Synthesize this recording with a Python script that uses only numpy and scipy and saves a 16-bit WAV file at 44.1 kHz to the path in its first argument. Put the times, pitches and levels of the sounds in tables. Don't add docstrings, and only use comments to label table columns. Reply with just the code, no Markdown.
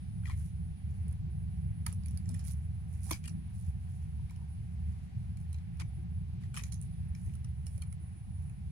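import sys
import numpy as np
from scipy import signal
from scipy.fft import rfft, irfft, next_fast_len
from scipy.io import wavfile
from scipy.ndimage import uniform_filter1d

SR = 44100
rng = np.random.default_rng(int(sys.argv[2]) if len(sys.argv) > 2 else 0)


def wrap_up_sound(samples):
    columns = np.atleast_2d(samples).T
    tamed = np.clip(columns, -1, 1)
    steps = np.round(tamed * 32767).astype(np.int16)
    wavfile.write(sys.argv[1], SR, steps)


N = 384327


def undb(db):
    return 10 ** (np.asarray(db) / 20)


def on_log(hz, table_hz, values):
    return np.interp(np.log(np.maximum(hz, 1)), np.log(table_hz), values)


def over_time(t, table):
    return np.interp(t, *np.transpose(table))


def walk(rate):
    hold = int(SR / rate)
    steps = np.repeat(rng.standard_normal(N // hold + 1), hold)
    return uniform_filter1d(steps, hold)[:N]


def stroke(t, start, length, rise, fall):
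    progress = (t - start) / length
    ramp = np.clip(np.minimum(progress / rise, (1 - progress) / fall), 0, 1)
    return np.sin(np.pi / 2 * ramp) ** 2


def ring(force, hz, t60):
    pole = np.exp(2j * np.pi * hz / SR - np.log(1000) / (t60 * SR))
    return signal.lfilter([0, pole.imag], [1, -2 * pole.real, abs(pole) ** 2], force)


BASKET_LAG_S = 0.000924


def add(out, s, sound):
    for port, lag in enumerate((BASKET_LAG_S, 0)):
        i = int((s + lag) * SR)
        out[port, i:i + sound.shape[1]] += sound[port, :N - i]


# (frequency [Hz], relative spectral level [dB])
ROOM_SPECTRUM = [(20, -25), (45, -18), (72, 1), (100, -4), (135, -9.5), (168, -8), (240, -29.5), (295, -42),
                 (330, -37.5), (365, -40), (420, -42.5), (560, -51), (670, -47.5), (760, -41), (860, -49),
                 (1400, -52), (2300, -49.5), (3200, -56.5), (7000, -66.5), (16000, -63)]
# (frequency [Hz], share of power common to both)
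ROOM_LIKENESS = [(100, 0.93), (180, 1), (400, 0.83), (2000, 0.01), (8000, 0.012)]
# (time [s], level [dB])
DEEP_RUMBLE = [(0.0, -45.5), (0.05, -40), (0.719, -36.5), (0.77, -54), (0.85, -38), (3.98, -39.5),
               (4.24, -36.5), (4.29, -42.5), (4.92, -38), (5.09, -46), (5.17, -38.5), (6.48, -40),
               (7.16, -38), (7.98, -42), (8.12, -41.5), (8.15, -51.5), (8.3, -39.5), (8.71, -40)]
# (time [s], level against its usual one [dB])
UPPER_RUMBLE = [(0, -0.5), (2.03, 1), (2.3, 7), (2.42, 3.5), (2.52, -4.5), (3.2, 0.5), (3.4, 8),
                (3.54, -2.5), (5.33, -2), (5.94, -2), (6.229, -0.5), (7.39, -2), (7.8, -6.5), (8.71, -2)]
ROOM_DB, LEFT_LAG_S = -38, 0.0012


def room(swell_db=.6, flicker_db=1.2):
    t = np.arange(N) / SR
    size = next_fast_len(N)
    hz = np.arange(size // 2 + 1) * SR / size
    common, left, right = rfft(rng.standard_normal((3, size)))
    share = np.clip(on_log(hz, *np.transpose(ROOM_LIKENESS)), 0, 1)
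    late = np.exp(-2j * np.pi * hz * LEFT_LAG_S)
    shared = np.sqrt(share) * common * np.array([late, np.ones_like(late)])
    separate = np.sqrt(1 - share) * np.array([left, right])
    air = (shared + separate) * undb(on_log(hz, *np.transpose(ROOM_SPECTRUM)))
    usual = irfft(air, size).std()
    out = np.zeros((2, N))
    for octave in range(5, 15):
        away = np.clip(np.log2(np.maximum(hz, 32)) - octave, -1, 1)
        band = irfft(air * np.cos(np.pi * away / 2) ** 2, size)[:, :N]
        if octave == 8:
            band = band * undb(over_time(t, UPPER_RUMBLE))
        if octave < 8:
            band = band * undb(over_time(t, DEEP_RUMBLE) - ROOM_DB)
        out += band * undb(swell_db * walk(1.28) + flicker_db * walk(11))
    return out * undb(ROOM_DB) / usual


# (time [s], frequency [Hz])
WHINE_PITCH = [(0, 9710), (.6, 9715), (1.6, 9770), (2.2, 9745), (2.7, 9778), (6.5, 9778), (7.0, 9755),
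               (7.5, 9825), (8.71, 9818)]
# (time [s], level [dB])
WHINE_LEVEL = [(0, -76.5), (.5, -75), (1.1, -78.5), (1.7, -76.5), (2.2, -77.5), (2.7, -76.5), (3.3, -74.5),
               (3.9, -79), (4.5, -78.5), (5.2, -77.5), (5.8, -78.5), (6.3, -80.5), (6.9, -74.5), (7.4, -80),
               (8.0, -74.5), (8.4, -77), (8.71, -82.5)]
# (start [s], length [s])
WHINE_BREAKS = [(1.215, 0.086), (3.482, 0.01), (4.751, 0.047), (5.059, 0.12), (6.035, 0.059),
                (6.343, 0.065), (7.954, 0.043)]


def whine(waver_hz=18, flicker_db=3, swell_db=2.0, left_db=-30, break_db=-35):
    t = np.arange(N) / SR
    hz = over_time(t, WHINE_PITCH) + waver_hz * walk(60)
    phase = 2 * np.pi * np.cumsum(hz) / SR
    breaks = sum(stroke(t, s, length, 0.12, 0.16) for s, length in WHINE_BREAKS)
    db = over_time(t, WHINE_LEVEL) + break_db * breaks + swell_db * walk(3.8) + flicker_db * walk(50)
    return undb(db) * np.sin(phase) * undb([[left_db], [0]])


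# (time [s], level [dB], note [Hz], left minus right [dB])
THUMPS = [(0.298, -57, 323, 9), (1.068, -58, 414, 7), (1.27, -56.5, 337, 14.5), (1.64, -59, 325, 8),
          (1.862, -61, 430, 3), (1.117, -62, 514, -13), (1.924, -58, 517, 6), (2.05, -66, 510, 8),
          (2.166, -62.5, 510, -8), (2.298, -50.5, 643, 1), (2.336, -63, 527, 10), (1.2, -57, 259, 8),
          (2.311, -53, 253, 2), (6.103, -54, 244, 3), (3.068, -52, 774, -7), (3.085, -53, 810, -6),
          (3.1118, -33, 314, 0), (3.113, -39.5, 640, 3), (3.136, -57, 800, -2), (3.35, -60, 302, 2),
          (3.39, -57, 270, -4), (4.194, -61, 950, 3), (4.389, -65, 990, 8), (4.416, -63, 934, 10),
          (5.81, -59.5, 325, 15), (5.975, -58, 341, 21), (6.344, -60, 340, 15), (6.47, -61, 336, 12),
          (6.548, -63, 433, 2), (6.619, -56.5, 390, -7), (6.86, -61, 336, 11), (7.26, -57, 328, 16),
          (7.662, -59, 465, 3), (7.777, -55, 580, 5), (7.92, -64, 522, -12), (8.001, -59, 332, 11),
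          (8.15, -60, 320, 11), (8.49, -58, 280, 3), (8.519, -64, 427, -2), (8.62, -72, 430, -3)]
THUMP_T60_S, SWELL_T60_S = 0.064, 0.099
SLOW_BELOW_HZ, SLOW_RISE_S = 345, 0.012


def thumps(push_s=0.00047, floor_hz=255, floor_db=-6, thud_db=-7, thud_t60_s=0.04):
    out, t = np.zeros((2, N)), np.arange(SR // 4) / SR
    dull = signal.butter(2, (230, 700), "band", fs=SR, output="sos")
    for s, db, hz, pan_db in THUMPS:
        notes = np.sin(2 * np.pi * hz * t) + undb(floor_db) * np.sin(2 * np.pi * floor_hz * t)
        thud = signal.sosfilt(dull, rng.standard_normal((2, len(t))))
        thud = thud / thud.std() * undb(thud_db - 60 * t / thud_t60_s)
        if hz < SLOW_BELOW_HZ and db < -45:
            t60, onset = SWELL_T60_S, 2 * (1 - np.exp(-t / SLOW_RISE_S)) ** 2
        else:
            t60, onset = THUMP_T60_S, 1 - np.exp(-t / push_s)
        bump = (notes * undb(-60 * t / t60) + thud) * onset
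        add(out, s, bump * undb([[db + pan_db / 2], [db - pan_db / 2]]))
    return out


# (frequency [Hz], relative level [dB], t60 [s])
TIPS = [(11900, -3, 0.003), (13500, 0, 0.002), (16400, 0, 0.0016)]
FINE = [(9100, -11, 0.003), (9000, 11.5, 0.0024), (10015, 6, 0.0052), (10680, 3.5, 0.0071)]
THICK = [(3470, -8, 0.0067), (4200, 4.5, 0.0053), (4930, -2, 0.0091), (5400, -6, 0.01), (6020, 10, 0.0045),
         (7100, 10, 0.0046)]
WALL = [(1860, -3.5, 0.018), (2050, -7.5, 0.012), (2378, -5, 0.034), (2745, -17, 0.012), (3140, 1, 0.0031)]
FRAME = [(860, 5.1, 0.017), (1100, 2.3, 0.0071), (1300, 15, 0.0055), (1400, 2.4, 0.0065)]
FAMILIES = (TIPS, FINE, THICK, WALL, FRAME)


def basket(force, modes, scatter_db, detune):
    out = 0
    spots = rng.standard_normal((len(modes), 3))
    for (hz, db, t60), (shift, left, right) in zip(modes, spots):
        gain = undb(db + scatter_db * np.array([[left], [right]]))
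        out = out + gain * ring(force, hz * (1 + detune * shift), t60)
    return out


# (start [s], length [s], level [dB], dull part against that level [dB])
DRAGS = [(0.236, 0.14, -72, 2), (0.34, 0.21, -65.5, -17), (0.857, 0.23, -80, -9), (1.062, 0.12, -83, -17),
         (1.852, 0.097, -72, 8.5), (2.036, 0.29, -84, 6), (2.25, 0.27, -74, -0.5), (2.43, 0.14, -56, -14),
         (2.545, 0.14, -75.5, -26), (2.856, 0.36, -68.5, -23), (3.027, 0.082, -54.5, -15),
         (3.081, 0.14, -61, -3.5), (3.223, 0.11, -72.5, 2), (3.516, 0.13, -68, -29),
         (3.575, 0.16, -69, -21), (3.653, 0.08, -73, -22), (3.8, 0.073, -76, -20), (3.838, 0.31, -73, -16),
         (4.28, 0.11, -91, 12), (4.833, 0.35, -86, 5.5), (5.327, 0.25, -79, -22), (5.791, 0.044, -80.5, 26),
         (6.401, 0.085, -90, 18), (6.532, 0.11, -62.5, 3.5), (6.615, 0.11, -70.5, -1.5),
         (6.716, 0.061, -78, -19), (6.797, 0.1, -70.5, -32), (7.12, 0.34, -73.5, -10),
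         (7.652, 0.064, -65, -27), (7.687, 0.15, -67, -42), (8.37, 0.15, -76, -22)]
DRAG_RISE, DRAG_FALL = 0.22, 0.55


def drags(grains_per_s=2500, grain_db=1.0, flutter_db=3, tips_db=-14, thick_db=1, frame_db=-2, left_db=-2):
    t = np.arange(N) / SR
    level, dull = np.zeros(N), np.zeros(N)
    for s, length, db, dull_db in DRAGS:
        pressure = stroke(t, s, length, DRAG_RISE, DRAG_FALL)
        level += pressure * undb(db)
        dull += pressure * undb(db + dull_db)
    times = rng.random((2, N)) < grains_per_s / SR
    sizes = undb(np.minimum(grain_db, 4) * rng.exponential(size=(2, N))) * rng.standard_normal((2, N))
    slips = np.diff(times * sizes, prepend=0)
    parts = []
    for modes in FAMILIES:
        damped = [(hz, db, t60 / 2) for hz, db, t60 in modes]
        part = basket(slips, damped, 0, 0)
        parts.append(part / part.std() * undb(flutter_db * walk(60)))
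    tips, fine, thick, wall, frame = parts
    bright = level * (fine + undb(tips_db) * tips)
    middle = undb(thick_db) * np.sqrt(level * dull) * thick
    low = dull * (wall + undb(frame_db) * frame)
    return (bright + middle + low) * undb([[left_db], [0]])


TAIL_DB, TAIL_T60_S, TAIL_GRAINS_PER_S = -15.5, 0.13, 2500


def rustle(t, settle_s):
    grains = (rng.random(len(t)) < TAIL_GRAINS_PER_S / SR) * np.sqrt(SR / TAIL_GRAINS_PER_S)
    tail = rng.standard_normal((2, len(t))) * grains * np.exp(-np.log(1000) * t / TAIL_T60_S)
    return undb(TAIL_DB) * tail * (1 - np.exp(-t / settle_s))


def push(force, size):
    return uniform_filter1d(np.diff(force, prepend=0), size)


def peak_one(x):
    return x / np.abs(x).max()


RASP_DB, RASP_T60_S = -7.5, 0.018


def own_note(t, hz, t60, crack_s, tail):
    note = np.sin(2 * np.pi * hz * t) * (1 - np.exp(-t / crack_s)) ** 2 * undb(-60 * t / t60)
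    return peak_one(note) + undb(RASP_DB) * peak_one(ring(tail, hz, RASP_T60_S))


# (time [s], relative levels of tips, fine strands, thick strands, wall, frame [dB],
#  own notes of strand, wall patch, frame bar [Hz], left minus right [dB], crack decay time [ms])
SNAPS = [(0.234, -59, -63, -70, -53, -62, 4730, 1650, 1500, 10, 1.4),
         (0.254, -59, -55, -51, -38.5, -59, 4200, 1960, 1080, 8, 1.4),
         (0.268, -60, -62, -47, -42, -61, 5000, 1890, 1210, 6, 1.1),
         (0.2756, -63, -51, -53, -52, -49, 4870, 3340, 1230, 3, 0.65),
         (0.2834, -63, -56, -57, -54, -48, 4000, 3330, 1250, 3, 0.95),
         (0.296, -62, -50, -50, -40.5, -40, 4150, 1930, 1080, 6, 1.6),
         (0.3045, -63, -54, -52, -48, -51, 4100, 2280, 1300, 2, 1.3),
         (0.311, -63, -54, -50, -47, -52, 4900, 2250, 1020, 2, 1.3),
         (0.3178, -57, -50, -52, -47, -57, 4000, 2140, 1180, 2, 1.2),
         (0.337, -65, -55, -61, -52, -66, 4100, 2150, 1100, 4, 1.3),
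         (1.0817, -65, -47.5, -73, -72, -78, 4100, 2000, 1460, -15, 0.54),
         (1.111, -54, -57, -73, -75, -66, 4200, 2650, 850, -6, 0.93),
         (1.1254, -71, -53, -73, -70, -70, 4010, 1690, 880, -15, 2.2),
         (1.8632, -27, -33, -31.5, -34.5, -38.5, 4600, 1710, 1270, 2.5, 1.7),
         (1.866, -38, -44, -44, -40.5, -37, 4650, 2300, 940, 9.5, 0.7),
         (1.9266, -46, -43, -61, -61, -60, 7490, 2700, 1260, -20, 0.93),
         (1.934, -56, -60, -54, -66, -68, 5700, 2800, 1240, -8, 1.2),
         (2.035, -62, -58, -53, -68, -64, 4800, 2470, 1170, -5, 0.96),
         (2.059, -61, -42, -50, -55, -73, 4650, 2390, 1500, -12, 1),
         (2.0833, -53, -49, -50.5, -60, -73, 6000, 2420, 1500, -8, 0.98),
         (2.109, -62, -50, -60, -67, -68, 5590, 2830, 1010, -10, 1),
         (2.173, -54, -41, -43.5, -52, -68, 4780, 1630, 850, -7, 1.4),
         (2.257, -70, -64, -52, -56, -78, 7400, 1800, 850, -1, 1.1),
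         (2.2902, -52, -41.5, -43, -61, -69, 5200, 2800, 1250, -4, 1.3),
         (2.342, -54, -46, -46.5, -52, -66, 7350, 1830, 1450, -7, 1.1),
         (2.345, -48, -44, -50, -47, -66, 5300, 1860, 1500, 3, 1.5),
         (2.393, -54, -45, -43, -53, -66, 5300, 1730, 850, 1, 0.53),
         (2.48, -38, -55, -46, -59, -72, 4700, 2100, 1370, -9, 1.5),
         (2.51, -38, -58, -51, -67, -73, 5960, 2670, 850, -16, 1.3),
         (3.0922, -39, -50, -63, -78, -48, 6290, 1830, 830, -12, 1.2),
         (3.0985, -48, -46, -54, -62, -60, 6000, 2400, 1100, -8, 0.7),
         (3.1086, -22.5, -27.5, -34, -31, -30, 5800, 2340, 1106, 7.5, 0.84),
         (3.1126, -23, -31, -24.5, -36.5, -32, 6020, 3430, 1060, -7, 0.92),
         (3.1265, -35, -40, -38, -43, -56, 4700, 3300, 850, 10, 0.76),
         (3.1313, -44, -50, -29, -42, -56, 4980, 2600, 1100, 3, 0.82),
         (3.239, -62, -49, -46, -49, -70, 7540, 2400, 1380, 5, 1.9),
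         (3.2462, -62, -54, -57, -45.5, -68, 4600, 2420, 1500, 6, 1.1),
         (3.253, -52, -55, -48, -52, -68, 4660, 3260, 1400, 7, 1.4),
         (3.257, -51, -39.5, -50, -48.5, -73, 4620, 2800, 1170, 8, 1.3),
         (3.2755, -60, -50, -40, -53, -61, 7400, 2780, 1340, -1, 1),
         (3.2775, -47, -35.5, -43, -45, -55, 4620, 2780, 1350, 10.5, 2),
         (3.294, -61, -62, -46, -57, -71, 5570, 2440, 850, -5, 1.2),
         (4.296, -66, -56, -57, -52, -68, 3930, 2240, 850, 4, 0.84),
         (4.308, -44, -58, -50, -63, -52, 7500, 2170, 960, -1, 1.2),
         (4.36, -67, -56, -55, -58, -78, 5500, 2910, 850, -2, 1.2),
         (5.371, -58, -53, -51, -57, -68, 7100, 2300, 880, -1, 1),
         (5.401, -59, -58, -61, -64, -78, 6330, 2330, 1430, -2, 1.2),
         (5.412, -58, -56, -62, -66, -75, 6300, 2300, 1400, 0, 1),
         (5.528, -55, -46.5, -51, -62, -78, 4020, 2620, 1010, 2, 1.5),
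         (5.543, -61, -48, -45, -52, -57, 4070, 2610, 860, 2, 1.4),
         (5.584, -68, -64, -54, -63, -72, 4050, 2000, 1400, 3, 1.5),
         (5.771, -58, -60, -60, -66, -75, 5500, 2500, 1400, -2, 0.8),
         (5.798, -54, -44, -40, -43, -63, 4900, 2380, 1430, -2, 1.05),
         (5.817, -56, -59, -50, -47.5, -48, 6070, 2260, 1010, 14, 1.5),
         (6.435, -65, -66, -57, -54.5, -65, 3820, 1900, 1300, 7, 1),
         (6.541, -55, -44, -54, -52, -53, 7700, 2370, 1450, 22, 1.9),
         (6.549, -72, -51, -46, -51, -64, 5480, 2520, 1400, -6, 0.86),
         (6.558, -62, -56, -52, -57, -61, 5500, 2470, 1300, 1, 1.2),
         (6.5648, -46, -39.5, -36, -36, -58, 5750, 2510, 1160, 5.5, 0.94),
         (6.571, -42, -36, -32, -38, -37.5, 5630, 3070, 1190, 5.5, 1.5),
         (6.5777, -47, -34, -49, -40, -63, 3960, 2440, 1130, 7, 0.96),
         (6.5924, -48, -49, -47, -41, -49, 5660, 2520, 1160, 12, 1),
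         (6.611, -70, -66, -56, -54, -60, 5900, 2480, 1320, 2, 1),
         (6.622, -55, -45, -51, -61, -59, 7100, 2330, 1180, 6, 0.9),
         (6.635, -56, -41.5, -34.5, -44.5, -78, 6680, 2360, 1240, -1, 2.5),
         (6.655, -70, -54, -47, -53, -78, 6020, 2250, 850, 2, 1),
         (6.72, -64, -54, -44, -68, -78, 6900, 2340, 850, -13, 0.79),
         (6.723, -52, -37.5, -37.5, -52, -71, 5950, 2320, 850, -3, 0.99),
         (6.742, -50, -44, -42, -70, -78, 6400, 3150, 1200, -2, 1.1),
         (6.824, -62, -44.5, -69, -71, -78, 7600, 2160, 850, 0, 1.5),
         (6.814, -58, -39, -75, -71, -78, 5350, 2160, 850, 2, 0.96),
         (7.149, -51, -55, -44.5, -49, -76, 5350, 2330, 1290, 2, 1.3),
         (7.2614, -63, -52, -60, -60, -71, 6100, 1990, 1360, 1, 1.4),
         (7.274, -62, -59, -66, -68, -75, 6100, 2000, 1360, 0, 1),
         (7.294, -68, -61, -67, -57, -70, 4840, 2380, 850, 7, 1.2),
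         (7.336, -56, -50, -56, -57, -77, 6900, 2780, 1500, 1, 1.2),
         (7.352, -54, -46.5, -56, -63, -62, 4000, 2840, 1360, 7, 1.3),
         (7.444, -52, -47, -50.5, -58, -61, 5660, 2840, 1280, 8, 1.8),
         (7.666, -49, -40.5, -41.5, -53, -63, 5500, 2850, 1410, 1, 1.8),
         (7.778, -61, -45, -55, -59, -67, 7000, 2400, 1480, -3, 1.5),
         (7.8193, -51, -41, -43, -49.5, -54, 4350, 3160, 1370, -2, 1.9),
         (7.823, -58, -52, -55, -48, -56, 5540, 2380, 1230, 3, 1.2),
         (7.834, -62, -59, -56, -60, -66, 5600, 2200, 1400, -2, 1.3),
         (7.872, -68, -60, -68, -61, -66, 4000, 2120, 1500, 0, 1.1),
         (7.925, -59, -44.5, -56, -55, -61, 4000, 2150, 1400, -4, 2),
         (8.496, -58, -57, -55, -53, -70, 6980, 2520, 1460, -3, 0.92)]
# (level against the shared ring [dB], t60 [s])
OWN_NOTES = [(-6, 0.01), (0, 0.015), (0.5, 0.02)]
PAN_SHARES = (0.3, 0.63, 1, 0.99, 0.64)


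def snaps(rise=1.13, settle_s=0.0018, low_hz=780, bare_db=-6):
    out, t = np.zeros((2, N)), np.arange(SR // 7) / SR
    push_sizes = (1, 1, 2, 7, 14)
    for row in SNAPS:
        s, family_db, own_hz, pan_db, crack_s = row[0], row[1:6], row[6:9], row[9], row[10] / 1000
        crack_shape = (1 - np.exp(-t / (rise * crack_s))) * np.exp(-t / crack_s)
        crack = 3 * rng.standard_normal(len(t)) * crack_shape
        tail = rustle(t, settle_s)
        rings = [peak_one(basket(push(crack + tail, size), modes, 2, .03))
                 for size, modes in zip(push_sizes, FAMILIES)]
        rings[2] = rings[2] + undb(bare_db) * peak_one(push(crack, push_sizes[2]))
        for k, hz, (db, t60) in zip((2, 3, 4), own_hz, OWN_NOTES):
            rings[k] = (rings[k] + undb(db) * own_note(t, hz, t60, crack_s, tail)) / 2
        sound = 0
        for db, share, family in zip(family_db, PAN_SHARES, rings):
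            side_db = share * pan_db / 2
            sound = sound + undb([[db + side_db], [db - side_db]]) * family
        add(out, s, sound)
    return signal.sosfilt(signal.butter(3, low_hz, "high", fs=SR, output="sos"), out)


def scene():
    return room() + whine() + thumps() + drags() + snaps()


# (frequency [Hz], left gain [dB], right gain [dB])
PORTS = [(212, 1, 2), (307, 4, 2), (620, -0.5, -0.5), (2380, 1.5, -1.5), (4900, 2, 3.5), (7000, -1, 3),
         (8200, 4.5, -1), (9840, -11.5, 11.5), (10740, -9, 1.5), (14600, -17.5, -9)]
TOP_HZ = 15800


def record(dry):
    hz, *port_db = np.transpose(PORTS)
    grid = np.arange(1025) * SR / 2048
    cepstrum = irfft(np.log(undb([on_log(grid, hz, db) for db in port_db])))
    cepstrum[:, 1:1024] *= 2
    cepstrum[:, 1025:] = 0
    response = irfft(np.exp(rfft(cepstrum)))
    coloured = signal.fftconvolve(dry, response, axes=1)[:, :N]
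    return signal.sosfilt(signal.ellip(10, .2, 60, TOP_HZ, fs=SR, output="sos"), coloured)


dry = scene()
out = record(dry)
wrap_up_sound(out)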